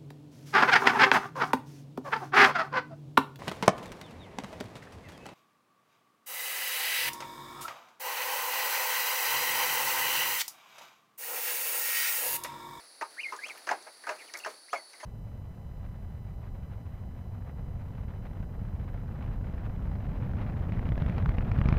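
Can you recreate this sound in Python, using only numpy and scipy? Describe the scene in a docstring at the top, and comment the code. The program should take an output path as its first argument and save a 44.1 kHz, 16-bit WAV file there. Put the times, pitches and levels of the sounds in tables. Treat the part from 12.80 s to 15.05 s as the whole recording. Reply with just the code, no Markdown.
"""Ducklings in a plywood brooder box with a wire floor, over soft air, shuffling, hiss and a faint high whine.
Feet and bills knock from the start: bursts of ringing modes, each with a crack and a boomy tail.
Two thin, arching peeps (fluttering near-sines with weak overtones) come early, amid pips and claw ticks.
After a run of knocks, two faint peeps lead to more pips and ticks, windowed tones and noise clicks.
Knocks and three more peeps close the scene; peeps, pips and ticks get a short reply from the box."""
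import sys
import numpy as np
from scipy import signal
from scipy.fft import rfft, irfft, next_fast_len
from scipy.io import wavfile
from scipy.ndimage import uniform_filter1d, map_coordinates

SR = 44100
rng = np.random.default_rng(int(sys.argv[2]) if len(sys.argv) > 2 else 0)


def log_audio(samples):
    """Write samples as a 16-bit WAV file to the path given in sys.argv[1]."""
    # one column per channel
    frames = np.atleast_2d(samples).T
    # limit to full scale, then quantise
    limited = np.clip(frames, -1, 1)
    pcm = np.round(limited * 32767).astype(np.int16)
    wavfile.write(sys.argv[1], SR, pcm)


N = 99225
JITTER_KNOTS_PER_S = 420  # pitch roughness of peeps and pips


def amp(db):
    """Decibels to gain."""
    return 10 ** (np.asarray(db) / 20)


def unit(x):
    """Scale to rms 1."""
    return x / np.sqrt(np.mean(x ** 2) + 1e-20)


def along(points, hz):
    """Read (Hz, value) points on a log-frequency axis."""
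    point_hz, values = np.transpose(points)
    return np.interp(np.log(hz + 1), np.log(point_hz + 1), values)


def curve(rows):
    """Interpolate (s, value) points to one value per sample."""
    return np.interp(np.arange(N) / SR, *np.transpose(rows))


def wobble(knots_per_s):
    """Smooth random curve through normal knots."""
    knots = rng.standard_normal(4096)
    return map_coordinates(knots, [np.arange(N) * knots_per_s / SR], mode="mirror")


def noise(colour, size=N):
    """Random-phase noise of rms 1 whose spectrum in dB is colour(Hz)."""
    hz = np.fft.rfftfreq(size, 1 / SR)
    random_phase = np.exp(2j * np.pi * rng.random(len(hz)))
    return unit(irfft(random_phase * amp(colour(hz)), size))


def bump(hz, centre_hz, octaves):
    """Gaussian bell on a log-frequency axis, 1 at its centre."""
    return np.exp(-.5 * (np.log2((hz + 1) / centre_hz) / octaves) ** 2)


def resonances(peaks, hz):
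    """Summed gain in dB of (Hz, width Hz, dB) peaks."""
    return sum(db / (1 + ((hz - centre) / width * 2) ** 2) for centre, width, db in peaks)


def steady(x, size=256):
    """Divide noise by its running rms to even out slow swells."""
    return x / np.sqrt(np.abs(uniform_filter1d(x ** 2, size)) + 1e-9)


def add(track, start_s, sound):
    """Mix a sound into the track at start_s."""
    part = track[round(start_s * SR):][:len(sound)]
    part += sound[:len(part)]


def peeps():
    """Near-pure whistle: starts as pulses that merge into a gliding, fluttering tone with weak overtones."""
    # one contour per peep: time_s, pitch_hz, level_db
    contours = [
        [(.368, 1386, -56.5), (.388, 2000, -40), (.398, 2270, -36), (.404, 2447, -38.5), (.415, 2990, -46),
         (.428, 2993, -49.5), (.437, 2550, -36), (.452, 2195, -40), (.473, 2090, -38), (.482, 2106, -41.5),
         (.51, 2115, -51)],
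        [(.612, 1930, -57), (.636, 2162, -36.5), (.652, 2606, -40.5), (.662, 3080, -50.5), (.688, 3480, -60),
         (.696, 2684, -46), (.706, 2280, -42.5), (.725, 1840, -58)],
        [(1.378, 2324, -64), (1.4, 2520, -51.5), (1.43, 1884, -54.5)],
        [(1.474, 3260, -65), (1.487, 2540, -54), (1.503, 1930, -55.5)],
        [(1.885, 1820, -57.5), (1.9, 2600, -60), (1.914, 3080, -71), (1.93, 3300, -51.5), (1.95, 3540, -83),
         (1.965, 3400, -63), (1.98, 3210, -65)],
        [(1.952, 2390, -52), (1.962, 2187, -34.5), (1.972, 2174, -56), (2.0, 1990, -54)],
        [(2.195, 1900, -66), (2.21, 2350, -59), (2.226, 3550, -73), (2.238, 3190, -59), (2.25, 2830, -61)],
    ]
    # one voice per peep: pitch_roughness_share, second_harmonic_db, third_harmonic_db
    voices = [(.013, -23, -46), (.018, -20, -38), (.06, -19, -34), (.06, -19, -34), (.03, -8, -28),
              (.007, -28, -44), (.05, -7, -30)]
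    # overtone colour: freq_hz, gain_db
    bill_colour = [(3000, -12), (4100, -4), (4450, 7.5), (5000, 4), (5600, 2), (6100, 14), (7000, 6.5),
                   (8200, -6), (12000, -15)]
    flutter_knots_per_s, shimmer_db, overtone_flutter_db = 260, 0.5, 4
    rasp_hz, rasp_s, fade_s = 237, 0.016, 0.005
    t, out = np.arange(N) / SR, np.zeros(N)
    for rows, (roughness, second_db, third_db) in zip(contours, voices):
        time_s, pitch_hz, level_db = np.transpose(rows)
        since_start = t - time_s[0]
        pitch = np.interp(t, time_s, pitch_hz) * (1 + roughness * wobble(JITTER_KNOTS_PER_S))
        phase = 2 * np.pi * np.cumsum(pitch) / SR
        gate = np.clip(np.minimum(since_start, time_s[-1] - t) / fade_s + 1, 0, 1)
        rasp_depth = np.clip(1 - since_start / rasp_s, 0, 1)
        rasp = 1 + rasp_depth * np.cos(2 * np.pi * rasp_hz * since_start)
        tone = np.sin(phase)
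        for k, harmonic_db in enumerate([second_db, third_db], 2):
            flutter_db = overtone_flutter_db * wobble(flutter_knots_per_s)
            overtone_db = harmonic_db + along(bill_colour, k * pitch) + flutter_db
            tone = tone + amp(overtone_db) * np.sin(k * phase)
        level = amp(np.interp(t, time_s, level_db) + shimmer_db * wobble(flutter_knots_per_s))
        out += np.sqrt(2) * gate * rasp * level * tone
    return out


def pips():
    """Very short, slightly rough notes: sines in a Gaussian window."""
    # middle_s, pitch_hz, level_db, sigma_s
    pip_rows = [(0.487, 2027, -38, 0.0018), (.5925, 1683, -37, 0.0018), (0.7, 2350, -39, 0.00091),
                (.708, 2224, -39, 0.00093), (1.554, 2200, -32.5, 0.00076), (1.556, 2200, -42, 0.00084),
                (1.604, 2640, -46.5, 0.0024), (1.641, 2650, -39.5, 0.0026)]
    roughness_share = .035
    out = np.zeros(N)
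    for middle_s, pitch_hz, level_db, sigma_s in pip_rows:
        t = np.arange(N) / SR - middle_s
        pitch = pitch_hz * (1 + roughness_share * wobble(JITTER_KNOTS_PER_S))
        phase = 2 * np.pi * np.cumsum(pitch) / SR
        window = np.exp(-.5 * (t / sigma_s) ** 2)
        out += amp(level_db) * np.sqrt(2) * window * np.sin(phase)
    return out


def knocks():
    """Each blow cracks and rings the crowded floor and box modes round one pitch; one mode is added as a sine."""
    # start_s, level_db, main_pitch_hz, emphasis_db, crack_db, rise_s, t60_s, mode_hz, mode_db
    blows = [(0.2104, -32, 1990, 8.5, -15, 0.0027, 0.032, 1527, -10),
             (0.216, -31, 1040, 9.5, -28, 0.0037, .12, 921, 2),
             (0.523, -35.5, 1106, 16, -9, 0.0007, 0.16, 1052, -2),
             (.533, -41, 366, 9, -15, 0.0012, 0.13, 473, -6.5),
             (.66, -44, 650, 10, -16, 0.0013, 0.068, 610, -8),
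             (.684, -47.5, 1100, 5, 4, 0.0016, 0.084, 1333, -4),
             (.75, -49, 760, -4, -8, 0.0015, 0.094, 677, -10),
             (0.774, -53, 2400, 22, 2, .001, 0.061, 1780, 0),
             (.870, -36, 1290, 0, -3.5, 0.0011, 0.34, 1023, -10),
             (.8905, -19, 1736, 32.5, -16, 0.00099, 0.016, 1707, -19),
             (0.898, -34, 1300, -5, -24, 0.00079, 0.082, 1610, -12),
             (0.9113, -22, 788, 11, -17, 0.0015, 0.1, 808.5, -3),
             (1.064, -43, 625, 12.5, -24, 0.0044, 0.12, 800, -15),
             (1.2373, -45.5, 1840, 16, -8, 0.00059, 0.18, 1956, -8),
             (1.268, -34, 1450, 3, -20, .001, 0.21, 1518, -7),
             (1.290, -28.5, 1360, -3.5, -9.5, 0.0021, 0.071, 1650, -15),
             (1.302, -36, 500, 4, -13, 0.0034, 0.16, 616.5, 6),
             (1.538, -41.5, 1950, 8.5, 1.5, 0.0023, 0.22, 1940, -12),
             (1.648, -31, 1670, 18, -6.5, 0.00073, 0.034, 1637, -7),
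             (1.659, -31, 1500, -0.5, -17, 0.0027, 0.072, 1082, -14),
             (1.669, -40, 432, 18, -9, 0.0018, 0.17, 617.5, 3.5),
             (1.930, -25.5, 1250, 7, -40, 0.0013, 0.073, 716, -5),
             (1.937, -34.5, 680, 11.5, -33, 0.0042, 0.17, 556, 1.5),
             (2.133, -51, 2080, 15.5, -1.5, 0.0029, 0.13, 2235, -12),
             (2.201, -48.5, 1900, 20, -0.5, 0.00099, 0.26, 2020, -7),
             (2.229, -39, 930, 7, -27, 0.0038, 0.086, 624, 1.5)]
    # broad colour of floor and box: freq_hz, gain_db
    body_colour = [(40, -70), (130, -65.5), (230, -23.5), (330, -9.5), (500, -4), (700, 0), (1200, -1),
                   (2200, -5), (2700, -11), (3300, -22), (5000, -15), (12000, -36)]
    # peaks of the box: freq_hz, width_hz, gain_db
    box_modes = [(349, 8.3, 4.5), (365, 105, 5), (539, 40, 5), (631, 21, 7), (713, 69, 1), (870, 76, 3.5),
                 (993, 20, -5.5), (994, 55, 9), (1240, 35, 10), (1390, 20, 4), (1530, 50, 2.5),
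                 (1597, 120, 4.5), (1716, 21, 3.5), (2170, 17, 2.5)]
    # crack colour: freq_hz, gain_db
    crack_colour = [(1500, -14), (2800, 12.5), (3500, -4.5), (4500, 3.5), (6400, 7.5), (7800, -20),
                    (11000, -32), (16000, -41)]
    # colour of the boom after a blow: freq_hz, gain_db
    tail_colour = [(60, -23), (130, -11), (210, -4.5), (350, 1.5), (700, 1.5), (1500, -10.5), (2500, -17),
                   (4000, -28), (12000, -47)]
    emphasis_octaves, tail_db, tail_rise_s = 0.21, -22.5, 0.007
    crack_t60_s, tail_t60_s, mode_t60_s = 0.035, .32, 0.11
    low_cut_hz, thump_db = 250, -12
    out, t = np.zeros(N), np.arange(SR // 2) / SR

    def box(f):
        """Colour of the struck box in dB."""
        return along(body_colour, f) + resonances(box_modes, f)

    for start_s, level_db, pitch_hz, emphasis_db, crack_db, rise_s, t60_s, mode_hz, mode_db in blows:
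        rise = 1 - np.exp(-t / rise_s)
        ring = steady(noise(lambda f: box(f) + emphasis_db * bump(f, pitch_hz, emphasis_octaves), size=len(t)))
        ring *= rise * amp(-60 * np.maximum(t - 2 * rise_s, 0) / t60_s)
        tail = noise(lambda f: along(tail_colour, f), size=len(t))
        tail *= amp(tail_db - 60 * t / tail_t60_s) * (1 - np.exp(-t / tail_rise_s))
        crack = noise(lambda f: along(crack_colour, f), size=len(t))
        crack *= amp(crack_db - 60 * t / crack_t60_s)
        mode = np.sqrt(2) * np.sin(2 * np.pi * (mode_hz * t + rng.random()))
        mode *= amp(mode_db - 60 * t / mode_t60_s) * rise
        add(out, start_s, amp(level_db) * (ring + mode + tail + crack))
    high_pass = signal.butter(2, low_cut_hz, "highpass", fs=SR, output="sos")
    thin = signal.sosfilt(high_pass, out)
    return thin + amp(thump_db) * (out - thin)  # a little of the bass stays


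def ticks():
    """Claws and bills catch the wire: small bright noise clicks."""
    # start_s, level_db, pitch_hz
    clicks = [(0.563, -41.5, 5600), (0.669, -41.5, 7900), (0.763, -57, 12000), (0.779, -48, 11400),
              (1.025, -45, 5500), (1.5375, -31, 5100), (1.572, -37, 6300), (1.5745, -45, 13000),
              (1.587, -42, 11800), (1.589, -37, 5740), (1.702, -46, 5800), (1.928, -45, 6600)]
    emphasis_db, emphasis_octaves, rise_s, t60_s = 30, 0.72, 0.00061, 0.016
    out, t = np.zeros(N), np.arange(SR // 8) / SR
    for start_s, level_db, pitch_hz in clicks:
        click = noise(lambda f: emphasis_db * bump(f, pitch_hz, emphasis_octaves), size=len(t))
        envelope = amp(level_db - 60 * t / t60_s) * (1 - np.exp(-t / rise_s))
        add(out, start_s, click * envelope)
    return out


def walls(x):
    """Short reply of the box: convolution with delayed, decaying white noise of unit energy."""
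    t60_s, delay_s = 0.089, 0.0017
    t = np.arange(SR // 3) / SR
    tail = noise(lambda f: 0 * f, size=len(t)) * amp(-60 * t / t60_s) * (t > delay_s)
    return signal.fftconvolve(x, tail / np.linalg.norm(tail))[:N]


def background():
    """Room air, shuffling bodies and steady hiss as coloured noise; a thin wavering whine as a sine."""
    # colour of air and shuffling: freq_hz, gain_db
    air_colour = [(25, -29), (90, -22), (170, -14), (300, -1), (600, 3), (1200, 1), (2000, 0), (3000, -8),
                  (4000, -4), (16000, -18)]
    # bodies shuffling: time_s, level_db
    shuffle_levels = [(0, -57.5), (.12, -67), (.35, -59.5), (.7, -54), (.85, -57.5), (1.17, -62.5),
                      (1.42, -54.5), (1.52, -58.5), (1.72, -53), (1.84, -72), (2.1, -63.5), (2.25, -59)]
    # hiss colour: freq_hz, gain_db
    hiss_colour = [(2500, -58), (3500, -60), (3750, -0.5), (4500, 6), (5100, 0.5), (6200, -3.5),
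                   (7200, -19), (8800, -0.5), (10200, 5.5), (10800, 1), (11150, -44.5), (13200, -7.5),
                   (14200, -51), (16000, -47)]
    # narrow peaks of the hiss: freq_hz, width_hz, gain_db
    hiss_peaks = [(3680, 78, 6), (4140, 86, 4.5), (4770, 140, 6.5), (10100, 400, 3)]
    # whine: time_s, level_db
    whine_levels = [(0, -65), (1.2, -65.5), (1.6, -60), (1.87, -62.5), (1.91, -65), (1.99, -53),
                    (2.09, -59), (2.15, -66.5), (2.25, -59.5)]
    air_db, hiss_db, shuffle_waver_db = -63.5, -57.5, 1.6
    whine_hz, whine_drift_hz, whine_waver_db = 4464, 10, 1.3
    air = amp(air_db) * noise(lambda f: along(air_colour, f))
    shuffle_level = amp(curve(shuffle_levels) + shuffle_waver_db * wobble(90))
    shuffle = shuffle_level * noise(lambda f: along(air_colour, f))
    hiss = amp(hiss_db) * noise(lambda f: along(hiss_colour, f) + resonances(hiss_peaks, f))
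    phase = 2 * np.pi * np.cumsum(whine_hz + whine_drift_hz * wobble(90)) / SR
    whine_level = amp(curve(whine_levels) + whine_waver_db * wobble(40.68))
    whine = np.sqrt(2) * whine_level * np.sin(phase)
    return air + shuffle + hiss + whine


def scene():
    """Voices and ticks with the reply of the box, plus knocks and background."""
    reply_db = -5
    bright = peeps() + pips() + ticks()
    return (bright + amp(reply_db) * walls(bright) + knocks() + background())[None]


def record(dry):
    """Brick-wall band limit: nothing passes from top_hz up."""
    top_hz = 15800
    size = next_fast_len(N + SR // 2)
    passband = np.fft.rfftfreq(size, 1 / SR) < top_hz
    return irfft(rfft(dry, size) * passband, size)[..., :N]


dry = scene()
out = record(dry)
log_audio(out)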